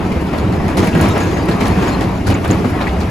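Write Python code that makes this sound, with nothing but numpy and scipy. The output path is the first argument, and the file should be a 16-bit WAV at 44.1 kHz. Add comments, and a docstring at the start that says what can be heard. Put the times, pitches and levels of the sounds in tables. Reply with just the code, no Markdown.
"""A rock crusher at work: heavy knocks land unevenly and set steel plates ringing.
The knocks are bursts of shaped noise that die away; the plates are fading sines driven by the clatter.
Under them the diesel and feeder hum in sums of cosines, and a wide noise roar shakes with the feeder.
Grit rattles and chips tick in short noise bursts; clanks, booms and stone squeaks are short tones."""
import sys
import numpy as np
from scipy import signal
from scipy.fft import rfft, irfft
from scipy.io import wavfile
from scipy.ndimage import uniform_filter1d

SR = 44100
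rng = np.random.default_rng(int(sys.argv[2]) if len(sys.argv) > 2 else 0)


def transcribe(signal):
    """Save signal, clipped to [-1, 1], as a 16-bit WAV file at the path in sys.argv[1]."""
    frames = np.atleast_2d(signal).T
    limited = np.clip(frames, -1, 1)
    pcm = np.round(limited * 32767).astype(np.int16)
    wavfile.write(sys.argv[1], SR, pcm)


N = 136710  # length in samples

SHAKE_HZ = 18.1  # mean shake rate of the feeder
FRACTURES_PER_S, FRACTURE_SHARE = 480, 0.6  # mean rate; share of the power in a gritty blow
TICK_RISE_S, THUD_RISE_S = 0.0004, 0.0026
# how busy the machine sounds: t/s, bass level/dB, middle level/dB, treble level/dB
BUSY_LEVEL = [(0, 0.5, 6, 8), (.3, -1.5, 3, 8.5), (.5, 3, 4.5, 7.5), (.75, 2.5, 6, 9), (.9, 1, 0, 7.5),
              (1.05, 3, 11, 17.5), (1.22, 2.5, 6.5, 11), (1.42, 3.5, 4.5, 10.5), (1.56, -1, 6.5, 8.5),
              (1.7, 4, 7.5, 12), (1.88, 2, 7, 13.5), (2.05, 1.5, 5.5, 9), (2.22, 0, 1.5, 7.5),
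              (2.4, 1, 1, 8.5), (2.55, 2.5, 4, 10.5), (2.75, 0, 5.5, 10), (2.9, -3, 4.5, 9),
              (3.1, 0.5, 3.5, 8)]
# ringing modes of the steel plates: f/Hz, relative level/dB, time to fall 60 dB/s
PLATE_MODES = [(655, 2, 0.17), (1144, 5.5, 0.38), (1419, -0.5, 0.82), (1650, 7, 0.16), (1880, 1, 0.16),
               (2185, 0, 0.91), (2630, -3, 0.61), (3140, -5.5, 0.22), (3710, -10, 0.26), (4140, -5, 0.26),
               (4787, -8, 0.42), (5240, -13, .3), (5841, -31, 0.47), (6640, -8, 0.39), (6750, -12, .15),
               (7400, -12, .15)]
# how strongly the plates sound: t/s, relative level/dB
PLATE_STRENGTH = [(0, -10), (.8, -1), (1.1, 8), (1.5, 2.5), (1.9, 0.5), (2.15, -14), (3.1, -16)]


def amp(db):
    """Turns decibels into a gain."""
    return 10 ** (np.asarray(db) / 20)


def evened(x):
    """Scales to an rms (average strength) of 1."""
    return x / np.sqrt(np.mean(x ** 2) + 1e-20)


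def read(points, hz):
    """Reads a table between its points, on a log-frequency axis."""
    f, value = np.transpose(points)
    return np.interp(np.log(hz + 1), np.log(f + 1), value)


def add(mix, s, sound):
    """Mixes a sound in at time s, cut off at the end of the mix."""
    part = mix[..., max(round(s * SR), 0):][..., :sound.shape[-1]]
    part += sound[..., :part.shape[-1]]


def coloured(x, spectrum):
    """Filters x to the levels of a spectrum table and scales to rms 1."""
    size = x.shape[-1]
    gain = amp(read(spectrum, np.fft.rfftfreq(size, 1 / SR)))
    return evened(irfft(rfft(x) * gain, size))


def noise(spectrum, size=N):
    """Makes two unrelated noises of one colour."""
    return coloured(rng.standard_normal((2, size)), spectrum)


def smooth_random(shape, rate):
    """Makes random curves of rms 1 with little movement faster than rate in Hz."""
    size = shape[-1]
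    gain = np.exp(-(np.fft.rfftfreq(size, 1 / SR) / rate) ** 2)
    return evened(irfft(rfft(rng.standard_normal(shape)) * gain, size))


def drift(rate):
    """Makes one smooth random curve as long as the scene."""
    return smooth_random((N,), rate)


def strike(rise, t60, size=14000):
    """Loudness of a blow: quick straight rise, then exponential decay."""
    t = np.arange(size) / SR
    return np.minimum(t / rise, 1) * amp(-60 * np.maximum(t - rise, 0) / t60)


def blows(rows, spectrum, rise, t60, gritty=0):
    """Each (s, dB) blow is a noise burst that dies away; a share of it is separate small fractures."""
    power, shape = np.zeros(N), strike(rise, t60)
    for s, db in rows:
        add(power, s, (amp(db) * shape) ** 2)
    snaps = (rng.random(N) < FRACTURES_PER_S / SR) * rng.choice([-1., 1.], (2, N))
    snaps = coloured(snaps, spectrum)
    texture = np.sqrt(1 - gritty) * noise(spectrum) + np.sqrt(gritty) * snaps
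    return np.sqrt(power) * texture


def tones(rows, rise, t60, size=14000):
    """Each (s, Hz, dB) row sounds one mode: a sine that rises quickly and dies away."""
    out, shape = np.zeros(N), strike(rise, t60, size)
    t = np.arange(size) / SR
    for s, hz, db in rows:
        add(out, s, amp(db) * shape * np.sin(2 * np.pi * (hz * t + rng.random())))
    return out


def shaft(hz, wander):
    """Angle of a shaft whose speed wanders a little."""
    return 2 * np.pi * np.cumsum(hz * (1 + wander * drift(3.0))) / SR


def hum(angle, orders):
    """A turning shaft hums at multiples of its rate, each wavering in level."""
    waver_db, waver_hz = 2.5, 5
    total = np.zeros(N)
    for k, db in orders:
        level = db + waver_db * (drift(waver_hz) - 2)  # wavers about a level 5 dB below the table
        total += np.sqrt(2) * amp(level) * np.cos(k * angle + 2 * np.pi * rng.random())
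    return total


def drone(shake):
    """The diesel's crankshaft and the shaking feeder hum together."""
    crank_hz, crank_wander = 31.66, 0.0037
    # hum of the diesel: multiple of the crank rate, relative level/dB
    crank_orders = [(2, -60), (3, -24), (6, -30.5), (8, -30.5), (10, -36.5), (13, -36.5)]
    # hum of the feeder: multiple of the shake rate, relative level/dB
    feeder_orders = [(1, -84), (3, -28.5), (4, -31.5)]
    return hum(shaft(crank_hz, crank_wander), crank_orders) + hum(shake, feeder_orders)


def roar(shake):
    """Patchy noise of tumbling stone, fan and belts, pulsing slightly with the feeder."""
    roar_db, shake_depth = -19.5, 0.062
    # colour of the roar: f/Hz, relative level per Hz/dB
    roar_colour = [(15, -59), (25, -36), (36, -39), (56, -4), (100, -1.5), (135, -3.5), (185, 2), (242, -7),
                   (310, -4), (380, -7.5), (536, -17), (700, -15), (1000, -19.5), (1480, -28),
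                   (2450, -31.5), (3300, -40), (5000, -45), (7000, -52), (10500, -53), (13000, -54),
                   (15000, -72), (16000, -77)]
    # unevenness, least in the bass: f/Hz, rms level change/dB
    unevenness = [(300, .5), (1200, 1.6), (5000, 2.2)]
    hz, t, z = signal.stft(noise(roar_colour), SR, nperseg=1024, noverlap=768)
    when, *levels = np.transpose(BUSY_LEVEL)
    level = 0
    for row, db in zip(np.eye(3), levels):  # bass, middle and treble blend into each other
        share = np.interp(np.log(hz + 1), np.log([200, 1200, 5000]), row)
        level = level + np.outer(share, np.interp(t, when, db))
    patches = uniform_filter1d(rng.standard_normal(level.shape), size=9, axis=0)  # smooth over pitch
    patches = evened(uniform_filter1d(patches, size=7, axis=1))  # smooth over time
    z = z * amp(level + read(unevenness, hz)[:, None] * patches)
    sound = signal.istft(z, nperseg=1024, noverlap=768)[1][:, :N]
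    return amp(roar_db) * sound * (1 + shake_depth * np.cos(shake))


def throb(shake):
    """The load drops back on the feeder once a shake: a low noise burst each time."""
    throb_db, fade_s = -27, 0.01  # fade_s: time to fall to 1/e
    # body of the feeder: f/Hz, relative level per Hz/dB
    feeder_body = [(50, -38), (90, 2), (150, -2.5), (185, 4), (250, -4), (350, -6), (600, -16), (1500, -41),
                   (4000, -65), (16000, -100)]
    since = (shake / (2 * np.pi) % 1) / SHAKE_HZ  # seconds since the last drop
    shape = np.minimum(since / THUD_RISE_S, 1) * np.exp(-since / fade_s)
    return amp(throb_db) * evened(noise(feeder_body) * shape)


def grit(shake):
    """Small stones hop on the feeder at random, most often at one point of each shake."""
    hops_per_s, spread_db, grit_db, t60, spots = 110, -2, -30, 0.13, 16
    # colour of a hop: f/Hz, relative level per Hz/dB
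    grit_colour = [(200, 16), (600, -9), (2200, -8), (4000, -22.5), (10000, -74), (16000, -38)]
    out = np.zeros((2, N))
    hops = rng.random(N) < hops_per_s / SR * (1 + np.cos(shake))
    hops = hops * amp(spread_db * np.minimum(rng.exponential(1, N), 3))
    spot = rng.integers(0, spots, N)
    for k in range(spots):  # each spot has its own burst
        burst = noise(grit_colour, 4000) * strike(TICK_RISE_S, t60, 4000)
        out += signal.oaconvolve((hops * (spot == k))[None], burst)[:, :N]
    return amp(grit_db) * evened(out)


def clanks():
    """Stones bump the steel at random and wake short modes, stronger while the chamber is busy."""
    clanks_per_s, spread_db, clank_db, rise, t60 = 260, 2.5, -28, 0.0033, 0.14
    # strength of the modes by pitch: f/Hz, relative level/dB
    clank_strength = [(160, 2), (330, 3.5), (600, -4), (1200, -5), (2000, -13), (3000, -16.5)]
    draws = rng.random((round(clanks_per_s * N / SR), 3))
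    s = draws[:, 0] * N / SR
    low, high = clank_strength[0][0], clank_strength[-1][0]
    hz = low * (high / low) ** np.sqrt(draws[:, 1])  # more of them at high pitches
    when, _, busy, _ = np.transpose(BUSY_LEVEL)
    extra_db = spread_db * np.minimum(-np.log(1 - draws[:, 2]), 2)
    db = read(clank_strength, hz) + np.interp(s, when, busy) + extra_db
    rows = np.transpose([s, hz, db])
    pair = np.array([tones(rows[k::2], rise, t60, 5000) for k in range(2)])
    return amp(clank_db) * evened(pair)


def booms():
    """The hopper booms in low sines that swell quickly and die away."""
    # low booms: t/s, f/Hz, level/dB
    boom_rows = [(0.161, 71, -12), (.38, 72, -14), (.55, 67, -22), (.6, 189.7, -13), (.775, 191, -8.5),
                 (.82, 258, -16), (.94, 160, -13.5), (1.01, 86.4, -9), (1.06, 109, -12),
                 (1.47, 180.7, -10.5), (1.69, 97, -21), (1.77, 180, -14), (2.28, 95.5, -8),
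                 (2.48, 101, -11.5), (2.643, 246, -19), (2.71, 85, -14.5), (2.88, 63, -11),
                 (2.96, 77, -11.5)]
    return tones(boom_rows, rise=0.016, t60=0.24)


def slip(length, from_hz, to_hz, waver):
    """Stone sticks and slips on steel: a rough, wavering tone that swells and stops."""
    rise_s, waver_hz, rough_db = 0.006, 120, 4
    t = np.arange(0, length, 1 / SR)
    bend, grip = smooth_random((2, 8192), waver_hz)[:, :len(t)]
    hz = from_hz * (to_hz / from_hz) ** (t / length) * (1 + waver * bend)
    shape = np.minimum(t / rise_s, 1) * (1 - (t / length) ** 2) * evened(amp(rough_db * grip))
    return shape * np.sin(2 * np.pi * np.cumsum(hz) / SR)


def squeaks():
    """Stones rub the plates: clear squeaks, faint chirps on the high modes and one rising scrape."""
    waver = 0.005  # rms share of the pitch
    chirps_per_s, chirp_s, chirps_above_hz, chirp_db = 50, 0.028, 3500, -45.5  # chirp_s: mean length
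    # stone on steel: t/s, length/s, f/Hz, level/dB
    squeak_rows = [(0.388, .025, 6740, -42), (.815, 0.037, 6360, -34), (1.082, 0.078, 6500, -40),
                   (1.094, .045, 3746, -28.5), (1.202, 0.023, 6760, -33), (1.227, .025, 6480, -33),
                   (1.277, 0.024, 6480, -40), (1.338, 0.037, 6520, -38), (1.379, 0.041, 4780, -32.5),
                   (1.39, .04, 3800, -39), (1.42, 0.062, 4800, -36), (1.63, 0.067, 4170, -38),
                   (1.7, 0.049, 4340, -39), (1.826, .022, 6480, -39), (1.874, .03, 6696, -35),
                   (1.909, 0.085, 4190, -32), (1.922, 0.033, 7558, -39), (2.52, 0.034, 4470, -37)]
    out = np.zeros((2, N))
    for s, length, hz, db in squeak_rows:
        add(out[0], s, amp(db) * slip(length, hz, hz, waver))
    high = [hz for hz, _, _ in PLATE_MODES if hz > chirps_above_hz]
    for when, mode, size, side in rng.random((round(chirps_per_s * N / SR), 4)):
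        s, hz = when * N / SR, high[int(mode * len(high))]
        db = chirp_db + np.interp(s, *np.transpose(PLATE_STRENGTH))
        add(out[int(2 * side)], s, amp(db) * slip(chirp_s * (0.5 + size), hz, hz, waver))
    scrape = slip(0.035, from_hz=1800, to_hz=2980, waver=0.072)
    add(out[0], 2.867, amp(-28) * scrape)
    return out


def ticks():
    """Stone chips tick: sharp, bright noise bursts."""
    # t/s, level/dB
    tick_rows = [(.212, -39.5), (.378, -37), (.678, -41), (.772, -28), (.843, -31), (.869, -29), (.95, -35),
                 (.977, -36), (1.012, -24.5), (1.085, -30), (1.177, -31), (1.215, -48), (1.233, -36),
                 (1.455, -38), (1.49, -35), (1.563, -42), (1.68, -29.5), (1.842, -41), (2.014, -46),
                 (2.27, -31), (2.302, -33), (2.446, -34), (2.476, -34), (2.51, -33), (2.698, -37)]
    # f/Hz, relative level per Hz/dB
    tick_colour = [(2500, -42), (6000, 8), (7500, 1), (11000, 12), (13500, -8), (16000, 2)]
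    return blows(tick_rows, tick_colour, TICK_RISE_S, t60=0.057)


def clinks():
    """Chips clink on a small steel part: very short bursts around a narrow band."""
    # t/s, level/dB
    clink_rows = [(1.012, -29), (1.177, -38), (1.362, -40), (1.888, -33), (2.175, -39), (2.343, -30.5),
                  (2.51, -19.5)]
    # f/Hz, relative level per Hz/dB
    clink_colour = [(3000, -33), (6100, -18), (6800, 4), (7150, -2), (7700, -43), (12000, -38)]
    return blows(clink_rows, clink_colour, TICK_RISE_S, t60=0.038)


def clacks():
    """Stone meets stone with a short, narrow resonance, made of noise around one pitch."""
    octaves = 0.18  # distance from the pitch at which the noise is 3 dB down
    # pitched clacks: t/s, f/Hz, level/dB
    clack_rows = [(.118, 2340, -28), (.384, 3880, -35), (.871, 2100, -22.5), (0.929, 2600, -27),
                  (1.368, 1790, -23.5), (1.512, 4000, -29.5), (1.612, 2190, -24), (1.879, 1450, -29),
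                  (2.27, 1500, -20), (2.31, 2600, -26), (2.322, 4000, -35), (2.348, 2300, -29),
                  (2.443, 3030, -29.5), (2.448, 1410, -22), (2.535, 2450, -32), (2.644, 700, -21),
                  (2.645, 1300, -23), (2.646, 2130, -25.5), (2.805, 2400, -28), (2.812, 3770, -29),
                  (2.824, 4500, -36), (2.818, 1170, -23), (2.859, 1060, -29), (2.869, 1970, -20.5),
                  (2.889, 3200, -31), (3.012, 4270, -33)]
    out = np.zeros((2, N))
    for s, hz, db in clack_rows:
        band = [(hz * 2 ** (octaves * k), -3 * k * k) for k in range(-4, 5)]
        add(out, s, amp(db) * strike(rise=0.00061, t60=0.094) * noise(band, 14000))
    return out


def plates(clatter):
    """Steel plates ring in fading sines, driven by the force of the clatter."""
    plate_db = -37
    t = np.arange(SR // 2) / SR
    strength = amp(np.interp(np.arange(N) / SR, *np.transpose(PLATE_STRENGTH)))
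    drive = abs(clatter) * strength * rng.standard_normal((2, N))
    ring = np.zeros(len(t))
    for hz, db, t60 in PLATE_MODES:
        ring += amp(db) * evened(amp(-60 * t / t60) * np.sin(2 * np.pi * hz * t))
    return amp(plate_db) * evened(signal.fftconvolve(drive, ring[None])[:, :N])


def knocks():
    """Thud of the frame, clatter of the chamber and crack of the stone; the plates ring on."""
    thud_db, clatter_db, crack_db = -7, -10.5, 1.5  # added to the levels of each knock
    # stone in the chamber: t/s, clatter level/dB, thud level/dB, crack level/dB
    knock_rows = [(0.115, -27, -11.5, -40.5), (0.33, -9.5, -15.5, -42), (0.378, -16.5, -38, -41),
                  (0.519, -17.5, -43, -40), (0.677, -14, -21, -38.5), (0.768, -6, -8, -25),
                  (0.791, -11, -3.5, -34), (0.825, -9, -6.5, -38), (0.844, -22, -18, -34.5),
                  (0.869, -12, -11, -34.5), (0.943, -7.5, -4.5, -39), (0.992, -6, -4, -51),
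                  (1.014, -12.5, -24, -34), (1.153, -7, -10.5, -48), (1.2, -11, -12, -34.5),
                  (1.253, -19, -15, -40), (1.305, -14, -27, -44), (1.366, -13.5, -17, -39),
                  (1.481, -7.5, -5.5, -37), (1.511, -20, -27, -36), (1.602, -8, -5.5, -30),
                  (1.652, -8, -14, -30), (1.774, -10.5, -10, -45), (1.82, -8.5, -9, -36),
                  (1.869, -9, -19, -39), (2.004, -11.5, -10, -33), (2.264, -9, -11, -28.5),
                  (2.288, -11, -5.5, -38), (2.304, -14, -23, -37), (2.345, -13.5, -33, -57),
                  (2.439, -10.5, -35, -39), (2.498, -8.5, -5.5, -33.5), (2.643, -18, -8.5, -39),
                  (2.804, -9.5, -15, -39), (2.868, -16.5, -33, -40.5), (3, -15, -29, -37)]
    # colours of the three parts: f/Hz, relative level per Hz/dB
    thud_colour = [(40, -38), (90, 1), (180, 3), (330, 3.5), (520, -8.5), (1000, -54)]
    clatter_colour = [(250, -10), (550, 3.5), (1100, -1), (1600, -6.5), (2400, -8.5), (3400, -18),
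                      (6000, -41)]
    crack_colour = [(1500, -26), (2800, 2), (4200, 6.5), (5600, 2), (7000, -1), (10500, -4), (13000, -6),
                    (16000, -40)]
    rows = np.array(knock_rows)
    thud = amp(thud_db) * blows(rows[:, [0, 2]], thud_colour, THUD_RISE_S, t60=0.34)
    clatter = amp(clatter_db) * blows(
        rows[:, [0, 1]], clatter_colour, rise=0.009, t60=0.32, gritty=FRACTURE_SHARE)
    crack = amp(crack_db) * blows(
        rows[:, [0, 3]], crack_colour, rise=0.0052, t60=0.25, gritty=FRACTURE_SHARE)
    return thud + clatter + crack + plates(clatter)


def microphones(pair):
    """Two close ports: alike in the bass, less alike in the middle, offset in phase higher up."""
    # f/Hz, likeness of the ports (0 to 1)
    likeness = [(60, .99), (130, .97), (290, .9), (640, .66), (1400, .55), (3100, .55), (5500, .35),
                (7000, .75), (9000, .88), (15000, .88)]
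    # f/Hz, phase by which left leads/rad
    left_lead = [(20, 0), (250, 0), (780, .6), (2150, .4), (2840, .8), (4200, 0), (7100, 0), (8900, -3.14),
                 (11200, -6.28), (13100, -9.42), (15300, -12.57)]
    # f/Hz, left minus right level/dB
    left_tilt = [(60, -1.0), (150, -1), (380, -0.5), (950, 3.5), (2380, 1.5), (5980, 1.0), (10000, 0)]
    hz = np.fft.rfftfreq(N, 1 / SR)
    a, b = rfft(pair)
    same, tilt = np.clip(read(likeness, hz), 0, 1), read(left_tilt, hz) / 2
    mid = a * np.sqrt((1 + same) / 2)  # shared by both ports
    side = b * np.sqrt((1 - same) / 2)  # opposite in the two ports
    left = (mid + side) * amp(tilt)
    right = (mid - side) * amp(-tilt) * np.exp(-1j * read(left_lead, hz))
    return irfft(np.array([left, right]), N)


def scene():
    """Engine, feeder and crushing together; drone and booms are the same in both channels."""
    shake = shaft(SHAKE_HZ, wander=0.007)
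    machine = roar(shake) + throb(shake) + grit(shake)
    stones = clanks() + squeaks() + ticks() + clinks() + clacks() + knocks()
    return drone(shake) + booms() + microphones(machine + stones)


def record(dry):
    """Rounds off the highest peaks, then removes the top treble."""
    ceiling, edge_hz = 0.95, 15700
    rounded = dry / (1 + (dry / ceiling) ** 6) ** (1 / 6)
    low_pass = signal.firwin(511, edge_hz, window=("kaiser", 9), fs=SR)
    return signal.oaconvolve(rounded, low_pass[None], "same")


dry = scene()
out = record(dry)
transcribe(out)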